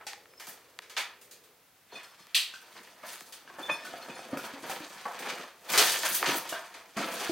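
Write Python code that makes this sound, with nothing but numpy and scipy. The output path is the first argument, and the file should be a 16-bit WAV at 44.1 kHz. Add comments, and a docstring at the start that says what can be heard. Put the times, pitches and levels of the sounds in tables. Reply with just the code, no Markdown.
"""A bare, hard-walled room: someone walks over plaster, grit and shards, carrying two close microphone ports.
Cracks and ticks are noise bursts with a sharp onset; scraping grit is a dense train of random grains in bands.
Heels on loose boards, knocked chunks and metal bits on a strap are sums of decaying modes.
The walls answer with short, bright, diffuse tails of filtered noise; still air lies beneath as shaped noise,
with a hollow murmur early on."""
import sys
import numpy as np
from scipy import signal
from scipy.fft import rfft, irfft
from scipy.io import wavfile
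from scipy.ndimage import uniform_filter1d

SR = 44100
rng = np.random.default_rng(int(sys.argv[2]) if len(sys.argv) > 2 else 0)


def materialize(psi):
    """Save the field psi as 16-bit PCM at rate SR to the path in sys.argv[1].

    A 1-D psi becomes a single channel; in a 2-D psi each row is a channel.
    """
    bounded = np.clip(np.atleast_2d(psi).T, -1, 1)
    quanta = np.round(bounded * 32767).astype(np.int16)
    wavfile.write(sys.argv[1], SR, quanta)


N = 322371
T = np.arange(N) / SR

# Levels in the tables are relative: the mix in scene() scales most of them again.
# Spectrum of the still air. Each row: frequency in Hz, relative density in dB per Hz.
AIR_SPECTRUM = [(15, -67), (25, -43), (59, -20), (82, -14.5), (178, -15), (246, -15.5), (267, -16),
                (1300, -15), (8810, -25.5), (13200, -23.5), (15500, -24)]
AIR_RMS_DB = -63.5
# Hollow murmur in the air. Each row: time in seconds, rms level in dB.
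MURMUR_LEVELS = [(0, -63), (.7, -66), (1.3, -64), (1.5, -68), (1.7, -80)]
MURMUR_HZ, MURMUR_WIDTH_HZ = 460, 110

# Bands of the room tail. Each row: low edge in Hz, high edge in Hz.
ROOM_BANDS_HZ = [(140, 450), (450, 1150), (1150, 2400), (2400, 6000), (6000, 16500)]
# Decay time of each room band: seconds to fall by 60 dB.
ROOM_DECAYS_S = [0.23, 0.42, 0.42, 0.36, 0.27]
# Relative level of each room band, in dB.
ROOM_LEVELS_DB = [0.13, 0.58, 1, 0, 0.87]

# Modes of the metal bits: frequency in Hz.
METAL_MODES_HZ = [2498, 2560, 3518, 4280, 5155, 6065, 6995, 8980, 9490, 10270, 11190, 12280, 12990, 15390]
# The same modes in order. Each row: relative level in dB, decay time (60 dB) in seconds.
METAL_MODES = [(1.5, .14), (-6, .13), (0, .17), (0, .15), (0, .18), (0, .15), (-3, .13), (-3, .13),
               (-5, .12), (-5, .13), (-5, .13), (-9, .13), (-9, .13), (-7, .13)]
# Clinks of the metal. 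Each row: start in seconds, level in dB, pitch struck hardest in Hz, spread in octaves.
METAL_CLINKS = [(.301, -66, 5156, .12), (.331, -68, 5156, .11), (.376, -52, 5156, 0.092),
                (.411, -61, 5156, .11), (1.916, -51.5, 4140, .12), (1.926, -52, 3519, .11),
                (1.932, -58, 6300, .2), (1.94, -61, 9250, 0.1), (1.951, -43, 2970, 0.38),
                (1.976, -62, 5156, .14), (2.041, -58, 4360, 0.21), (2.108, -65, 5051, .16),
                (2.196, -57.5, 4470, 0.16), (3.626, -39, 3519, .11), (3.66, -47, 3520, .1),
                (3.698, -29.5, 2500, 0.11), (3.706, -35, 3519, 0.13), (3.711, -48, 6501, 0.53),
                (3.716, -55, 11001, .5), (3.736, -51, 5031, .34), (3.751, -58, 4701, 0.24),
                (3.776, -59, 3519, 0.13), (3.821, -56, 5156, .12), (4.012, -50.5, 4200, .23),
                (4.015, -59, 8981, .06), (4.023, -55, 12991, .06), (4.041, -62, 7001, 0.12),
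                (4.097, -49, 2561, .14), (4.101, -57, 3519, .09), (4.1455, -53, 4300, .3),
                (4.151, -53, 8200, 0.29), (4.176, -56, 9101, .11), (4.191, -59, 4450, .21),
                (4.196, -51, 2520, 0.16)]
STRAY_DB = -31.5  # every clink also rings the modes far from the struck pitch

# Heels on loose boards. Each row: start in seconds, level in dB, pitch in Hz, decay time (60 dB) in seconds.
HEEL_THUDS = [(2.205, -54, 176, .11), (4.331, -23.5, 284, 0.076), (4.472, -51, 280, .11),
              (4.537, -39.5, 282, 0.22), (4.631, -39, 318, .049), (4.805, -36, 305, 0.063),
              (5.776, -29, 428, 0.17), (6.286, -32, 285, 0.14), (6.967, -31, 217, 0.097),
              (7.295, -22.5, 347, 0.094)]
# Chunks of plaster and wood knocked aside. Each row: start in seconds, level in dB, pitch in Hz,
# decay time (60 dB) in seconds.
CHUNK_KNOCKS = [(.068, -40.5, 820, 0.089), (2.195, -54, 1177, 0.04), (2.539, -39, 1530, 0.024),
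                (3.033, -45, 1210, 0.059), (3.037, -42.5, 617, .041), (3.477, -42, 1600, .023),
                (3.501, -41.5, 1080, 0.025), (3.586, -38, 640, 0.018), (3.852, -39, 1500, 0.044),
                (3.938, -33.5, 733, 0.031), (4.085, -39, 681, 0.033), (4.192, -36, 720, .03),
                (4.373, -33, 1391, 0.03), (4.697, -29.5, 790, 0.028), (5.055, -33, 1140, 0.046),
                (5.059, -34.5, 856, 0.08), (6.525, -30.5, 667, 0.035), (6.528, -31, 1600, .041)]

# Narrow bands that colour cracks and grit: centres in octaves above 1 kHz, then edges in Hz.
BAND_OCT = np.log2(np.geomspace(164, 14075, 15) / 1000)
BAND_STEP_OCT = BAND_OCT[1] - BAND_OCT[0]
BAND_EDGES_HZ = 1000 * 2 ** (BAND_OCT[:, None] + BAND_STEP_OCT * np.array([-.5, .5]))
BASS_STEEPER = 1.484  # colour falls this much faster below its brightest place than above
SKIRT_DB = -43  # colour never falls further than this below its brightest place

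# In the next four tables the brightest place is in octaves above 1 kHz; narrowness is the dB lost
# one octave above it, its sign ignored.
# Debris shifting under the walker's weight. Each row: time in seconds, level in dB, brightest place.
DEBRIS_SHUFFLE = [(0, -76, 2.1), (.6, -63, 0.8), (1.6, -83, .8), (1.87, -76, 0.58), (2.5, -56, 1.57),
                  (3, -58, 0.52), (3.46, -61, 0.19), (3.65, -47.5, 0.24), (4.3, -49, 0.1),
                  (5.05, -48.5, 0.8), (5.598, -64.5, 0.22), (5.72, -44, 0.4), (6.4, -44, 0.67),
                  (6.94, -60.5, 0.82), (7, -37, 0.29), (7.31, -40, 0.79)]
SHUFFLE_NARROW_DB = 1
# Soles scuffing over grit. Each row: time of the peak in seconds, rise over 20 dB in seconds,
# fall over 20 dB in seconds, level in dB, brightest place, narrowness in dB.
SOLE_SCUFFS = [(0.01, 0.053, 0.054, -44, 0.06, 4), (.085, .016, 0.075, -49, 0.9, -4),
               (.49, 0.081, 0.1, -45, 3.5, 2), (0.978, 0.01, 0.058, -26, 1.9, 3.5),
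               (1.24, .05, 0.099, -62, 3, -1), (1.33, 0.034, .1, -61.5, 2.5, 0.3),
               (1.949, 0.07, 0.34, -47.5, 0.95, 2.1), (2.354, .008, 0.11, -32, 2, 2),
               (2.79, 0.22, 0.12, -51, 0.1, 1.1), (3.09, 0.077, 0.27, -44, 2.2, 0.7),
               (3.34, 0.035, 0.046, -47, 9, 2.1), (3.6, 0.067, 0.24, -55, 3, 7),
               (3.698, 0.014, 0.032, -27.5, -0.13, 2.5), (3.86, 0.025, 0.054, -47, 6, 7),
               (4.339, .04, 0.11, -35, -0.93, 2), (4.46, 0.12, 0.11, -46, 1, 0.5),
               (4.72, .1, .12, -38.5, .6, 0.7), (5.07, 0.017, 0.034, -58, -2, 13.5),
               (5.288, 0.22, 0.22, -35.5, 0.44, 1.3), (5.4, 0.048, .1, -39, 0.4, 2),
               (5.702, 0.022, 0.28, -30.5, 3, 0.3), (5.791, 0.046, 0.18, -21, 2, 0.66),
               (5.88, 0.15, 0.36, -30, 3, 1), (6.052, 0.045, 0.17, -28.5, 2.1, 1),
               (6.17, 0.087, 0.02, -28, 3.5, 8), (6.236, 0.027, 0.15, -28.5, 0.3, 1.5),
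               (6.292, 0.066, 0.13, -27.5, 0.4, 1), (6.37, 0.092, 0.057, -30.5, 4, 1.2),
               (6.492, 0.0067, 0.017, -44.5, 1, 2.1), (6.545, .03, 0.13, -35, 0.43, 5),
               (6.965, 0.0076, 0.037, -47, 1.5, 12.5), (6.99, 0.016, 0.092, -31, -2, -11),
               (7.25, 0.21, 0.042, -40, 1.2, 0.2)]
# Dry ticks close to the ports. Each row: start in seconds, level in dB, brightest place, narrowness in dB.
CLOSE_TICKS = [(.1322, -30.5, 0.85, 2), (.256, -41, 0.8, 11), (.336, -39.5, 0.6, 17), (.47, -43, 2, 0),
               (.789, -26, 1.17, 3), (1.921, -42, -0.4, 6), (1.97, -42, -0.5, 9), (2.269, -45.5, 2, 1),
               (3.2075, -36, 1.5, 0.5), (3.475, -48, -2.5, 7), (3.5, -37.5, -1, 13), (4.085, -28, -2, 4),
               (4.373, -40, 1.5, 4), (6.033, -25, 1.3, 1), (6.227, -13.5, 0.37, 4)]
# Cracks underfoot. Each row: start in seconds, level in dB, brightest place, narrowness in dB.
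FOOT_CRACKS = [(.0672, -31.5, 2.04, 3.5), (.398, -39.5, 1.7, 1), (.469, -41, 2, 0.5), (.82, -44, 1.5, 3),
               (.897, -41.5, 1.75, 1.6), (.966, -22.5, 0.8, 3), (1.213, -48, 4, 0.5),
               (1.311, -43.5, 2.8, 1.8), (1.437, -53.5, 3.5, .6), (1.921, -41, -1, 1.5),
               (2.031, -48.5, 3, 6), (2.195, -54, 2.5, -3), (2.3457, -10.5, 1.73, 22), (2.3485, -19, 3, 12),
               (2.538, -42, 2, 5), (3.035, -37, 0.06, 6), (3.324, -38.5, 2.5, 1.5),
               (3.585, -33.5, -0.45, 3), (3.695, -36, -3, 5), (3.85, -42, 2.5, -0.6), (3.937, -51, 1, 7),
               (4.084, -37.5, -1, -3.5), (4.192, -45, 2.5, 8), (4.372, -39, 3, 1.5),
               (4.439, -34.5, .6, 2.5), (4.634, -32.5, -0.8, 1.5), (4.697, -34, 3.9, 0.5),
               (5.054, -27.5, -0.18, 9.5), (5.19, -38.5, 2, 0.3), (5.735, -18.5, .9, 2),
               (5.777, -11, 2.1, 2.5), (5.919, -26, 2.7, 1.5), (6.033, -24.5, 0.7, 7),
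               (6.146, -19.5, 4, 0.96), (6.259, -22, 1.6, 3.5), (6.491, -32, 3, 1), (6.526, -36, 1.2, 1.5),
               (6.741, -40, 1.05, 1.5), (6.969, -28, 0.5, 1.2)]
CRACK_CRUMBLE_S, TICK_CRUMBLE_S = 0.0015, 0.0021

PORTS_HZ = 9200  # corner above which the two ports differ most
BASS_HZ = 140  # corner below which the steps weaken
TOP_HZ = 15900


def undb(db):
    """Amplitude ratio from its logarithm in decibels."""
    return 10 ** (np.asarray(db) / 20)


def unit(x):
    """Normalisation to an rms of one."""
    return x / np.sqrt(np.mean(x ** 2))


def band(x, low_hz, high_hz, order=2):
    """Band limiting by a maximally flat filter."""
    return signal.sosfilt(signal.butter(order, [low_hz, high_hz], "bandpass", fs=SR, output="sos"), x)


def add(out, s, x):
    """Superposition: mixes x into out from time s on."""
    i = int(s * SR)
    x = x[..., :out.shape[-1] - i]
    out[..., i:i + x.shape[-1]] += x


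def ring(hz, t60, size):
    """Damped oscillation: one mode that loses 60 dB in t60 seconds."""
    t = np.arange(size) / SR
    return np.sin(2 * np.pi * hz * t) * 1000. ** (-t / t60)


def air():
    """Stationary noise: random spectra shaped into still air, plus a band of noise for the murmur."""
    bin_hz = np.maximum(np.arange(N // 2 + 1) * SR / N, 1)
    table_hz, table_db = np.transpose(AIR_SPECTRUM)
    gain = undb(np.interp(np.log(bin_hz), np.log(table_hz), table_db))
    still = irfft(rfft(rng.standard_normal((2, N))) * gain, N)
    still = still / np.sqrt(np.mean(still[0] ** 2)) * undb(AIR_RMS_DB)
    half_hz = MURMUR_WIDTH_HZ / 2
    hollow = band(rng.standard_normal(N), MURMUR_HZ - half_hz, MURMUR_HZ + half_hz, order=1)
    murmur_db = np.interp(T, *np.transpose(MURMUR_LEVELS), right=-120)
    still[0] += unit(hollow) * undb(murmur_db)
    return still


def walls(x, gap_s=0.0011, hop=16384):
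    """Diffuse reverberation: two unrelated noise tails, each band dying at its own pace.

    As the walker moves the pattern of reflections changes: every hop a fresh pair crossfades in."""
    t, out = np.arange(22000) / SR, np.zeros((2, N + 2 * hop))
    x = np.pad(x, (hop, 2 * hop))
    fade = np.sin(np.pi * np.arange(2 * hop) / (2 * hop))  # overlapping halves keep the power constant
    for i in range(0, N + hop, hop):
        noise = rng.standard_normal((len(ROOM_BANDS_HZ), 2, len(t)))
        tail = 0
        for n, hz, t60, db in zip(noise, ROOM_BANDS_HZ, ROOM_DECAYS_S, ROOM_LEVELS_DB):
            tail = tail + undb(db) * band(n, *hz) * 1000. ** (-t / t60)
        tail = tail * (1 - np.exp(-t / gap_s)) * undb(-23)  # reflections build up after the direct sound
        add(out, (i + .5) / SR, signal.fftconvolve(x[None, i:i + 2 * hop] * fade, tail, axes=1))
    return out[:, hop:hop + N]


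def clinks(chatter_s=0.0041, flicker_db=4.5):
    """Modal excitation: a knock drives the modes near its pitch; bits chatter and brush, so the ring flickers."""
    out, t = np.zeros(N), np.arange(12000) / SR
    modes = np.array([undb(db) * ring(hz, t60, size=len(t))
                      for hz, (db, t60) in zip(METAL_MODES_HZ, METAL_MODES)])
    modes = modes * (1 - np.exp(-t / chatter_s))  # chattering softens the onset
    chance = rng.standard_normal((len(METAL_CLINKS), len(METAL_MODES), 32))
    for (s, db, hz, spread), c in zip(METAL_CLINKS, chance):
        away = np.log2(np.array(METAL_MODES_HZ) / hz) / spread
        struck = np.sign(c[:, 0]) * (np.exp(-.5 * away ** 2) + undb(STRAY_DB))
        flicker = uniform_filter1d(np.repeat(c[:, 1:], 400, axis=1), size=400)[:, :len(t)]
        add(out, s, undb(db) * struck @ (modes * undb(flicker_db * flicker)))
    return out


def thuds(table, overtone, overtone_db):
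    """Free vibration after impact: the first mode of the struck piece and a quicker overtone."""
    out = np.zeros(N)
    for s, db, hz, t60 in table:
        first = ring(hz, t60, size=8192)
        second = undb(overtone_db) * ring(overtone * hz, 0.45 * t60, size=8192)
        add(out, s, undb(db) * (first + second))
    return out


def colour(octave, narrow_db):
    """Spectral envelope: dB per band, a parabola falling away from the brightest place."""
    away = np.subtract.outer(BAND_OCT, octave)
    steepness = np.abs(narrow_db) * np.where(away < 0, BASS_STEEPER, 1)
    return np.maximum(-steepness * away ** 2, SKIRT_DB)


def pressure():
    """Addition of powers: the shuffle and every swelling and fading scuff set the amplitude of each grit band."""
    s, db, octave = np.transpose(DEBRIS_SHUFFLE)
    shuffle_colour = colour(np.interp(T, s, octave), SHUFFLE_NARROW_DB)
    power = undb(np.interp(T, s, db) + shuffle_colour) ** 2
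    for s, rise_s, fall_s, db, octave, narrow_db in SOLE_SCUFFS:
        near = slice(max(int((s - 3 * rise_s) * SR), 0), int((s + 3 * fall_s) * SR))
        swell_db = -20 * np.maximum((s - T[near]) / rise_s, (T[near] - s) / fall_s)
        power[:, near] += undb(db + swell_db + colour(octave, narrow_db)[:, None]) ** 2
    return np.sqrt(power)


def grit(per_s=6000., scatter_db=1.27, patchy_db=2.5):
    """Granular friction: dense tiny impacts of uneven size, two unrelated trains, each band patchy in time."""
    struck = rng.random((2, N)) < per_s / SR
    grains = struck * rng.standard_normal((2, N)) * undb(scatter_db * rng.exponential(size=(2, N)))
    patches = rng.standard_normal((len(BAND_EDGES_HZ), N))
    patches = uniform_filter1d(uniform_filter1d(patches, size=700), size=700)
    patches = unit(uniform_filter1d(patches, size=4, axis=0, mode="wrap"))  # neighbours share their patches
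    out = 0
    for gain, patch, hz in zip(pressure(), patches, BAND_EDGES_HZ):
        out = out + unit(band(grains, *hz, order=3)) * gain * undb(patchy_db * patch)
    return out * np.sqrt(BAND_STEP_OCT)  # table levels are per octave


def blend(parts):
    """Subband synthesis: filters one signal per band and sums them."""
    return sum(band(x, *hz, order=3) for x, hz in zip(parts, BAND_EDGES_HZ))


def cracks(table, crumble_s):
    """Brittle fracture: an impulsive snap, then a fast-decaying noise burst as the piece crumbles."""
    out, t = np.zeros((len(BAND_EDGES_HZ), N)), np.arange(2048) / SR
    chance = rng.standard_normal((len(table), 2, len(t)))
    # low octaves pass less of a click, so they are lifted by the root of their pitch
    lift = np.sqrt(SR / 2 / (1000 * 2 ** BAND_OCT))
    fade = np.exp(-t / crumble_s)
    for (s, db, octave, narrow_db), (noise, uneven) in zip(table, chance):
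        burst = unit(noise * undb(2.5 * uneven) * fade) * np.sqrt(np.mean(fade ** 2)) * .15
        burst[0] = 3.  # the snap outweighs the crumbs
        band_gain = lift * undb(db + colour(octave, narrow_db))
        add(out, s, burst * band_gain[:, None])
    return blend(out)


def scene():
    """Superposition of direct, reflected and ambient sound, as mid and side of two close ports."""
    crack, tick = cracks(FOOT_CRACKS, CRACK_CRUMBLE_S), cracks(CLOSE_TICKS, TICK_CRUMBLE_S)
    rub, rub_other = grit()
    heel, chunk, metal = thuds(HEEL_THUDS, 1.86, -7), thuds(CHUNK_KNOCKS, 1.8, -4), clinks()
    direct = undb(1.0) * crack + undb(3.0) * tick + heel + undb(3.5) * metal + undb(3) * chunk
    to_walls = undb(5.5) * crack + undb(-21) * tick + undb(-19) * rub
    to_walls = to_walls + undb(-11.0) * heel + undb(-12) * metal + undb(-5.0) * chunk
    tail_mid, tail_other = walls(to_walls)
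    still_mid, still_other = air()
    # close ports differ mostly in the treble: by all that comes from around and by the slant of the direct sound
    around = tail_other + still_other + undb(-6.0) * rub_other
    side = signal.lfilter(*signal.butter(1, PORTS_HZ, "highpass", fs=SR), 0.98 * around + 0.47 * direct)
    side = side + undb(-13) * still_other  # each port's own hiss
    # the steps, the grit and their echoes thin out below the bass corner
    steps = tail_mid + direct + undb(-5) * rub
    steps = signal.sosfilt(signal.butter(2, BASS_HZ, "highpass", fs=SR, output="sos"), steps)
    return np.array([steps + still_mid + side, steps + still_mid - side])


def record(dry):
    """Band limiting: a steep lowpass cuts the top of the treble."""
    return signal.sosfilt(signal.ellip(12, .2, 90, TOP_HZ, fs=SR, output="sos"), dry)


dry = scene()
out = record(dry)
materialize(out)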